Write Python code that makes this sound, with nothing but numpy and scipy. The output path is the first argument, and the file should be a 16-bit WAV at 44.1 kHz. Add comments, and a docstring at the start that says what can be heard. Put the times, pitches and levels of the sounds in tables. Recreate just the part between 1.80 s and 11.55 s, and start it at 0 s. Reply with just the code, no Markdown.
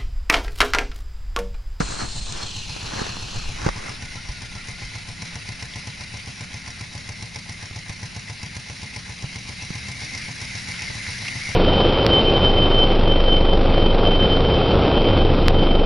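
"""A quad bike idles close by: pitch-gliding exhaust thumps, knocks and clatter after each firing, a noise whir.
A second one wades nearer along a flooded forest track: engine orders over a noise drone, growing spray, splashes.
A hand strokes the camera in the first two seconds (shaped friction noise) and bumps it on and off (damped sines).
Meanwhile the hollow around the microphone closes: a time-varying filter slides its resonance down."""
import sys
import numpy as np
from scipy import signal
from scipy.fft import rfft, irfft, next_fast_len
from scipy.io import wavfile
from scipy.ndimage import uniform_filter1d

SR = 44100
rng = np.random.default_rng(int(sys.argv[2]) if len(sys.argv) > 2 else 0)


def transcribe(u):
    """Save the signal u as a 16-bit wav file named by the first command-line argument.

    u: samples, shape (n,) or (channels, n), limited to [-1, 1]; the rate is SR.
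    q: integer samples, one column per channel.
    """
    v = np.clip(np.atleast_2d(u).T, -1, 1)
    q = np.round(v * 32767).astype(np.int16)
    wavfile.write(sys.argv[1], SR, q)


N = 429975
TIME = np.arange(N) / SR


def amp(db):
    """Decibels to amplitude gain."""
    return 10 ** (np.asarray(db) / 20)


def unit(x):
    """Scales to rms 1 (of the mid channel, for a pair)."""
    return x / np.sqrt(np.mean(np.atleast_2d(x)[0] ** 2) + 1e-20)


def curve(rows, t=TIME, axis=1):
    """One column of a time table, linearly interpolated."""
    rows = np.asarray(rows)
    return np.interp(t, rows[:, 0], rows[:, axis])


def read(points, hz):
    """A spectrum, linearly interpolated over log frequency."""
    f, value = np.transpose(points)
    return np.interp(np.log(hz + 1), np.log(f + 1), value)


def shaped(x, points):
    """Zero-phase filter with the given dB spectrum."""
    size = next_fast_len(N)
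    gain = amp(read(points, np.fft.rfftfreq(size, 1 / SR)))
    return irfft(rfft(x, size) * gain, size)[..., :N]


def noise(points):
    """Coloured noise as mid and side, the mid at rms 1."""
    return unit(shaped(rng.standard_normal((2, N)), points))


def wander(knots_per_s):
    """Slow random curve of rms 1."""
    knots = rng.standard_normal(4000)
    return unit(np.interp(TIME * knots_per_s, np.arange(len(knots)), knots))


def add(mix, start_s, sound):
    """Mixes a sound in at start_s, or at 0 if that is negative."""
    part = mix[max(round(start_s * SR), 0):][:len(sound)]
    part += sound[:len(part)]


def patter(grains_per_s, spread_db, decay_s):
    """Envelope (rms 1) of random grains of uneven size, each with exponential decay."""
    struck = rng.random(N) < grains_per_s / SR
    hits = struck * amp(spread_db * np.minimum(rng.exponential(1, N), 4.5))
    power = signal.lfilter([1], [1, -np.exp(-1 / (decay_s * SR))], hits ** 2)
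    return unit(np.sqrt(power))


def firings(first_firing_s=.086):
    """Times/s at which the idling engine completes a cycle and fires."""
    # idle speed, held until the next row; one firing comes early near 4 s: t/s, rate/(firings/s)
    idle_speed = [(0, 7.353), (.63, 7.585), (1.421, 7.463), (1.957, 7.559), (2.883, 7.456), (3.956, 8.77),
                  (4.07, 7.463), (5.008, 7.117), (5.289, 7.458), (6.764, 7.576), (8.348, 7.468)]
    starts, speeds = np.transpose(idle_speed)
    rate = speeds[np.searchsorted(starts, TIME, "right") - 1]
    cycles = np.cumsum(rate) / SR - first_firing_s * speeds[0]
    return np.interp(np.arange(int(cycles[-1]) + 1), cycles, TIME)


def exhaust(start_hz=30, end_hz=165, glide_s=0.01926, decay_s=0.028, opens_s=0.00407, closes_s=0.041,
            closing_s=.005, suction=0.59, linger=0.043, overtone=.1, thump_db=-28, uneven_db=0.94):
    """Each firing draws in briefly, then thumps until the valve closes; the pipe's note rises as it empties."""
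    # radiation of the tailpipe: f/Hz, level/dB
    pipe = [(20, -16), (45, -13), (70, 1.5), (300, -1.5), (600, 11), (1500, -25)]
    t, out, times = np.arange(SR // 7) / SR, np.zeros(N), firings()
    closing = (1 - np.tanh((t - closes_s) / closing_s)) / 2
    fading = np.exp(-(t - opens_s) / decay_s) * closing + linger * (1 - t / t[-1])
    opening = (1 + np.tanh((t - opens_s) / 0.00065)) / 2
    draw = suction * np.exp(-((t - .003) / 0.0012) ** 2)
    for s, (tuning, strength) in zip(times, rng.standard_normal((len(times), 2))):
        hz = (end_hz + (start_hz - end_hz) * np.exp(-t / glide_s)) * (1 + 0.02 * tuning)
        angle = 2 * np.pi * np.cumsum(hz) / SR
        blow = (np.sin(angle) + overtone * np.sin(2 * angle)) * fading * opening
        add(out, s, amp(thump_db + uneven_db * strength) * (blow - draw))
    return shaped(out, pipe)


def rattle(rise_s=0.0022, clatter_decay_s=0.006, clack_spread_db=1.1, uneven_db=1, bright_uneven_db=1.84,
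           loose_s=.0005, bright_loose_s=0.001, tick_decay_s=0.0013, steel_gain_db=4.5):
    """Every firing brings the same round of dull case knocks and bright noise clatter: returns both."""
    # blows of one engine cycle: t after firing/s, knock level/dB, clatter level re clack/dB
    cycle = [(-.034, -36.5, -22), (-.0205, -40, -14), (-.0125, -44.5, 3), (-.0035, -33, -16),
             (.001, -45.5, 10), (.004, -30, -19), (.0095, -37.5, -0.5), (0.0152, -35.5, -6),
             (0.0188, -42, -13), (0.0301, -38.5, 5.5), (.035, -53.5, 1), (.040, -40, -15)]
    # modes of the engine case: f/Hz, level/dB, time to peak/s
    case = [(462, -22.5, 0.0062), (589, -23.5, 0.0068), (725, -22, 0.0069), (854, -9, 0.0019),
            (997, -14, .0032)]
    # valve clack ahead of steel_gain_db: t/s, level/dB
    clack_level = [(0, -43.5), (3.8, -41), (7.6, -41), (8.3, -38), (9.75, -43)]
    # sharp valve-gear ticks ahead of steel_gain_db: t/s, level/dB
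    ticks = [(.524, -25.5), (3.69, -28), (5.561, -27.5)]
    steel_colour = [(300, -10.5), (1200, -6.5), (2300, 4.0), (3500, -5.5), (5600, 5.5), (8000, 3.0),
                    (11000, 0.0)]  # f/Hz, density/dB per Hz
    t, times = np.arange(SR // 25) / SR, firings()
    knocks, clatter_power = np.zeros(N), np.zeros(N)
    knock = sum(amp(db) * np.sin(2 * np.pi * hz * t) * (t / peak_s) * np.exp(1 - t / peak_s)
                for hz, db, peak_s in case)
    burst = np.exp(-t / clatter_decay_s) * (1 - np.exp(-(t / rise_s) ** 2))
    forces_db = curve(clack_level, times) + clack_spread_db * rng.standard_normal(len(times))
    chance = rng.standard_normal((len(times), len(cycle), 4))
    for s, force_db, draws in zip(times, forces_db, chance):
        for (lag_s, knock_db, bright_db), (a, b, c, d) in zip(cycle, draws):
            add(knocks, s + lag_s + loose_s * c, amp(knock_db + uneven_db * a) * knock)
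            burst_db = force_db + bright_db + bright_uneven_db * b
            burst_s = s + lag_s - rise_s / 2 + bright_loose_s * d
            add(clatter_power, burst_s, (amp(burst_db) * burst) ** 2)
    for s, db in ticks:
        add(clatter_power, s, (amp(db) * np.exp(-t / tick_decay_s)) ** 2)
    return knocks, amp(steel_gain_db) * np.sqrt(clatter_power) * noise(steel_colour)


def whir(flutter_db=1.03):
    """The steady rush of chain, belt and fan: coloured noise with a fluttering level."""
    # level ahead of the hollow: t/s, level/dB
    rush_level = [(0, -36.5), (.8, -36), (2.2, -38.5), (4, -38.5), (5.6, -41), (7, -39), (9.75, -36.5)]
    # colour: f/Hz, density/dB per Hz
    rush_colour = [(200, -4.5), (500, -10), (1200, -8.5), (1600, -2.5), (2200, 0), (2650, 3), (3200, -2.5),
                   (5400, -1), (11000, -2)]
    return noise(rush_colour) * amp(curve(rush_level) + flutter_db * wander(90))


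def whine(blur=0.0251, roughness=0.54):
    """A thin tone of the idling machine, fuzzy by random pitch and level, that sags and stops."""
    # tone: t/s, f/Hz, level/dB
    tone_track = [(2, 1465, -68), (2.2, 1444, -52), (3.2, 1428, -59), (4.1, 1442, -59.5), (4.8, 1446, -60),
                  (5, 1370, -55), (5.15, 1280, -86)]
    hz = curve(tone_track) * (1 + blur * wander(150))
    tone = np.sin(2 * np.pi * np.cumsum(hz) / SR) * (1 + roughness * wander(60))
    return unit(tone) * amp(curve(tone_track, axis=2))


def pressure(grip_db=-60):
    """How hard the hand rubs: each stroke swells and lets go, over a resting grip."""
    # strokes: t of hardest press/s, level/dB, swell/s, release/s
    stroke_rows = [(.12, -34, 0.069, 0.067), (.205, -32, 0.029, .055), (.61, -36, 0.11, 0.062),
                   (1.22, -30.5, 0.14, 0.085), (1.56, -40, 0.22, .17), (1.855, -29, 0.048, 0.028),
                   (1.98, -37, 0.018, 0.037), (2.08, -36.5, 0.094, .06)]
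    strokes = [amp(db) * np.exp(np.minimum((TIME - s) / swell_s, (s - TIME) / release_s))
               for s, db, swell_s, release_s in stroke_rows]
    return np.sqrt(amp(grip_db) ** 2 + np.sum(np.square(strokes), axis=0))


def hand(grain_db=0.2, lumpy_db=2.0, thud_cycles=0.55, body_hz=330, body_db=-5, body_decay_s=0.0037,
         soft_cycles=0.17):
    """Skin sticks and slips on the housing; bumps give a dead thud and a scuff. Returns thuds and friction."""
    # bumps: t/s, thud level/dB, thud f/Hz, scuff level/dB, scuff decay/s
    bumps = [(.004, -19, 168, -17.5, 0.015), (0.214, -32, 59.4, -30, 0.034), (0.417, -19, 41.8, -47, 0.015),
             (.963, -43, 122, -30, 0.0063), (1.135, -18, 170, -34.5, 0.009), (1.217, -10, 212, -35, 0.008),
             (1.368, -45, 150, -23.5, .0018), (1.864, -9.5, 138, -17, .0065),
             (1.881, -22, 100, -24, 0.0033), (1.8887, -18, 41.7, -13.5, 0.0031),
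             (2.49, -17, 44.8, -55, .005), (3.04, -25, 42, -55, .005), (5.91, -21, 90, -41, .005),
             (6.099, -16, 98, -36, 0.0049), (7.442, -13.5, 129, -35, 0.0058),
             (7.905, -13.5, 168, -36.5, .005), (9.101, -22, 80, -32, 0.0078)]
    # colour of the rubbing: f/Hz, density/dB per Hz
    rub_colour = [(60, -17), (160, -2.5), (330, -2), (600, -7.5), (1000, -1.5), (1550, -2.5), (2100, -7),
                  (3500, -16), (6000, -9.5), (9000, -29)]
    # colour of the scuffs: f/Hz, density/dB per Hz
    scuff_colour = [(60, -6), (160, 8.5), (360, 1.5), (620, -2.5), (1000, 0.5), (1550, -1.5), (2100, -7),
                    (3500, -18), (6000, -11), (9000, -47)]
    # low rumble of the hand: t/s, level/dB
    rumble_level = [(0, -32.5), (.55, -34), (1.05, -40), (1.75, -33), (2.2, -42.5), (3.6, -50), (6.5, -60)]
    # its colour: f/Hz, density/dB per Hz
    rumble_colour = [(8, 4), (18, -3), (40, 2), (70, -9), (140, -19), (400, -53)]
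    t, thuds, scuffs = np.arange(SR // 8) / SR, np.zeros(N), np.zeros(N)
    body = amp(body_db) * np.sin(2 * np.pi * body_hz * t) * np.exp(-t / body_decay_s)
    for s, thud_db, hz, scuff_db, decay_s in bumps:
        hardness = np.clip((scuff_db + 38.5) / 22, 0, 1)  # scuffing bumps start sharply and ring the housing
        onset = 1 - (1 - hardness) * np.exp(-t * hz / soft_cycles)
        push = np.sin(2 * np.pi * hz * t) * np.exp(-t * hz / thud_cycles) * onset
        add(thuds, s, -amp(thud_db) * (push + hardness * body))
        add(scuffs, s, amp(scuff_db) * np.exp(-t / decay_s))
    slips = patter(grains_per_s=680, spread_db=1.0, decay_s=0.0024)
    rub = pressure() * amp(grain_db * wander(120)) * slips
    rumble = amp(curve(rumble_level) + lumpy_db * wander(16))
    return thuds, noise(rub_colour) * rub + noise(scuff_colour) * scuffs + noise(rumble_colour) * rumble


def far_quad(waver=0.0057, fading_db=3, orders_db=-1.5, echo_db=0):
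    """Engine orders fade in and out among the trees; a noise drone is their blurred echo. Returns both."""
    # engine speed: t/s, rate/(cycles/s)
    far_speed = [(0, 20.5), (2.5, 21), (4.3, 21.5), (6.6, 21), (7.4, 22), (7.9, 23.5), (8.4, 26), (9, 22),
                 (9.4, 24.5), (9.75, 24.5)]
    # level ahead of orders_db and echo_db: t/s, level/dB
    far_level = [(0, -46), (2.5, -45), (5.5, -46), (7.2, -45.5), (8.2, -43), (9.75, -41.5)]
    # orders: multiple of the cycle rate, relative level/dB
    far_orders = [(3, -1), (4, -13), (5, 6), (6, -17), (7, -19), (8, 1), (9, -15), (10, -6), (11, -27),
                  (12, -8.5), (13, -25), (16, -23)]
    # colour of the drone: f/Hz, density/dB per Hz
    drone_colour = [(20, -5), (45, -3.5), (75, 1), (120, -1), (200, -1), (290, -14.5), (420, -25),
                    (900, -31), (3000, -60)]
    turns = np.cumsum(curve(far_speed) * (1 + waver * wander(9))) / SR
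    lines = np.zeros(N)
    for order, db in far_orders:
        fading = amp(db + fading_db * wander(7.7))
        lines += fading * np.sin(2 * np.pi * (round(order) * turns + rng.random()))
    level = amp(curve(far_level))
    return amp(orders_db) * level * unit(lines), amp(echo_db) * level * noise(drone_colour)


def spray(drops_db=4, surge_db=1):
    """Water thrown by the wheels: drops patter over a hiss, and the level surges at random."""
    # level ahead of the hollow: t/s, level/dB
    spray_level = [(0, -51), (3, -50), (6, -46), (7.3, -50.5), (8.1, -40), (8.8, -36.5), (9.4, -34.5),
                   (9.75, -32.5)]
    # colour: f/Hz, density/dB per Hz
    spray_colour = [(200, -32), (600, -11.5), (1100, -13.5), (1600, 0), (2200, 4.5), (3000, -6.5),
                    (5000, -1), (11000, -2)]
    drops = amp(drops_db) * patter(grains_per_s=1900, spread_db=1.5, decay_s=0.00053)
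    water = unit(noise(spray_colour) * np.hypot(1, drops))
    return water * amp(curve(spray_level) + surge_db * wander(14))


def splashes(rise_s=0.0029, width_hz=500):
    """Larger slaps of water: low-passed noise modulates a sine, a short burst around each slap's note."""
    # slaps: t/s, level/dB, f/Hz
    slaps = [(3.935, -32, 3450), (8.259, -34, 2380), (8.939, -29, 2160), (9.081, -41, 1860),
             (9.263, -30, 2040), (9.452, -28, 2060), (9.481, -22.5, 2640), (9.713, -34, 2200)]
    t, out = np.arange(SR // 12) / SR, np.zeros(N)
    envelope = (t / rise_s) * np.exp(1 - t / rise_s)
    for s, db, hz in slaps:
        pole = np.exp(-np.pi * width_hz / SR)
        fizz = unit(signal.lfilter([1], [1, -pole], rng.standard_normal(len(t))))
        add(out, s, amp(db) * fizz * np.sin(2 * np.pi * hz * t) * envelope)
    return out


def hollow(x, width_hz=230, ring_hz=3950, ring_width_hz=80, follow=0.45, peak_db=4, patchy_db=1.5,
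           dip_db=5, dip_at=0.67, open_db=5.5, shut_db=7, ring_open_db=9, ring_shut_db=6):
    """The hollow at the microphone rings; as it closes, its note and the treble dip slide down together."""
    # resonance of the hollow between hand and microphone: t/s, f/Hz
    note_track = [(0, 4270), (.25, 4200), (.45, 3780), (.9, 2530), (1.2, 2600), (1.58, 2740), (1.78, 2130),
                  (2.1, 2066), (9.75, 2122)]
    # treble response with the hollow closed: f/Hz, level/dB
    port = [(3000, 1.5), (4600, 3.5), (5500, 3.5), (6400, -2.5), (7200, -7.5), (7900, -15), (8700, -13.5),
            (9150, -3.5), (10000, -7.5), (11000, -14.5)]
    open_colour = [(1000, 3), (2000, -3.0), (3200, 6.0), (6000, -1.5), (9000, 2.0), (11000, -7)]  # f/Hz, dB
    hz, t, z = signal.stft(x, SR, nperseg=1024, noverlap=512)
    hz = hz[:, None]
    note = curve(note_track, t)
    stretch = (note / note_track[-1][1]) ** follow
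    opening = np.clip((stretch - 1) * 10, 0, 1)
    height_db = shut_db + (open_db - shut_db) * opening
    ring_db = ring_shut_db + (ring_open_db - ring_shut_db) * opening
    field_db = read(port, hz / stretch)
    field_db += height_db / (1 + ((hz - note) / (width_hz * stretch ** 2)) ** 2)
    # ring of the housing
    ring_offset = (hz - ring_hz * (1 + 0.064 * opening)) / (ring_width_hz * (1 + 0.86 * opening))
    field_db += ring_db / (1 + ring_offset ** 2)
    # closed, it rings more sharply
    field_db += peak_db * (1 - opening) / (1 + ((hz - note) / 25) ** 2)
    # open, it cancels a band below its note
    field_db -= dip_db * opening / (1 + ((hz / note - dip_at) / 0.35) ** 2)
    field_db += opening * read(open_colour, hz)
    # the hiss flutters
    patches = uniform_filter1d(rng.standard_normal(field_db.shape), size=7, axis=0)
    patches = uniform_filter1d(patches, size=5, axis=1)
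    field_db += patchy_db * patches / patches.std()
    return signal.istft(z * amp(field_db), SR, nperseg=1024, noverlap=512)[1][:, :N]


def scene():
    """Close, low sounds sit in the middle; the diffuse ones spread to both sides."""
    # stereo width of the diffuse sound: f/Hz, side re mid/dB
    width = [(50, -14.5), (130, -10.5), (250, -5), (400, 4.5), (700, 3.5), (1400, -4.5), (2100, -7),
             (3000, -9), (5300, -13.5), (6800, -6), (8000, -4), (9200, -6), (11000, -0.5)]
    knocks, clatter = rattle()
    orders, drone = far_quad()
    thuds, friction = hand()
    mid, side = hollow(whir() + clatter + spray()) + drone + friction
    mid = mid + exhaust() + knocks + whine() + orders + thuds + splashes()
    side = shaped(side, width)
    side = side - shaped(thuds, [(40, -18), (150, -17), (350, 2)])  # the hand bumps on the right
    lean_db = np.interp(TIME, [1, 1.8, 2.5, 7, 9.75], [0.64, 0.33, 0.58, 0.5, 0.93])  # left over right
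    return np.array([(mid + side) * amp(lean_db / 2), (mid - side) * amp(-lean_db / 2)])


def record(dry, edge_hz=11120):
    """The camera's band limit: a linear-phase low-pass."""
    lowpass = signal.firwin(801, edge_hz, window=("kaiser", 9), fs=SR)
    return signal.oaconvolve(dry, lowpass[None], "same")


dry = scene()
out = record(dry)
transcribe(out)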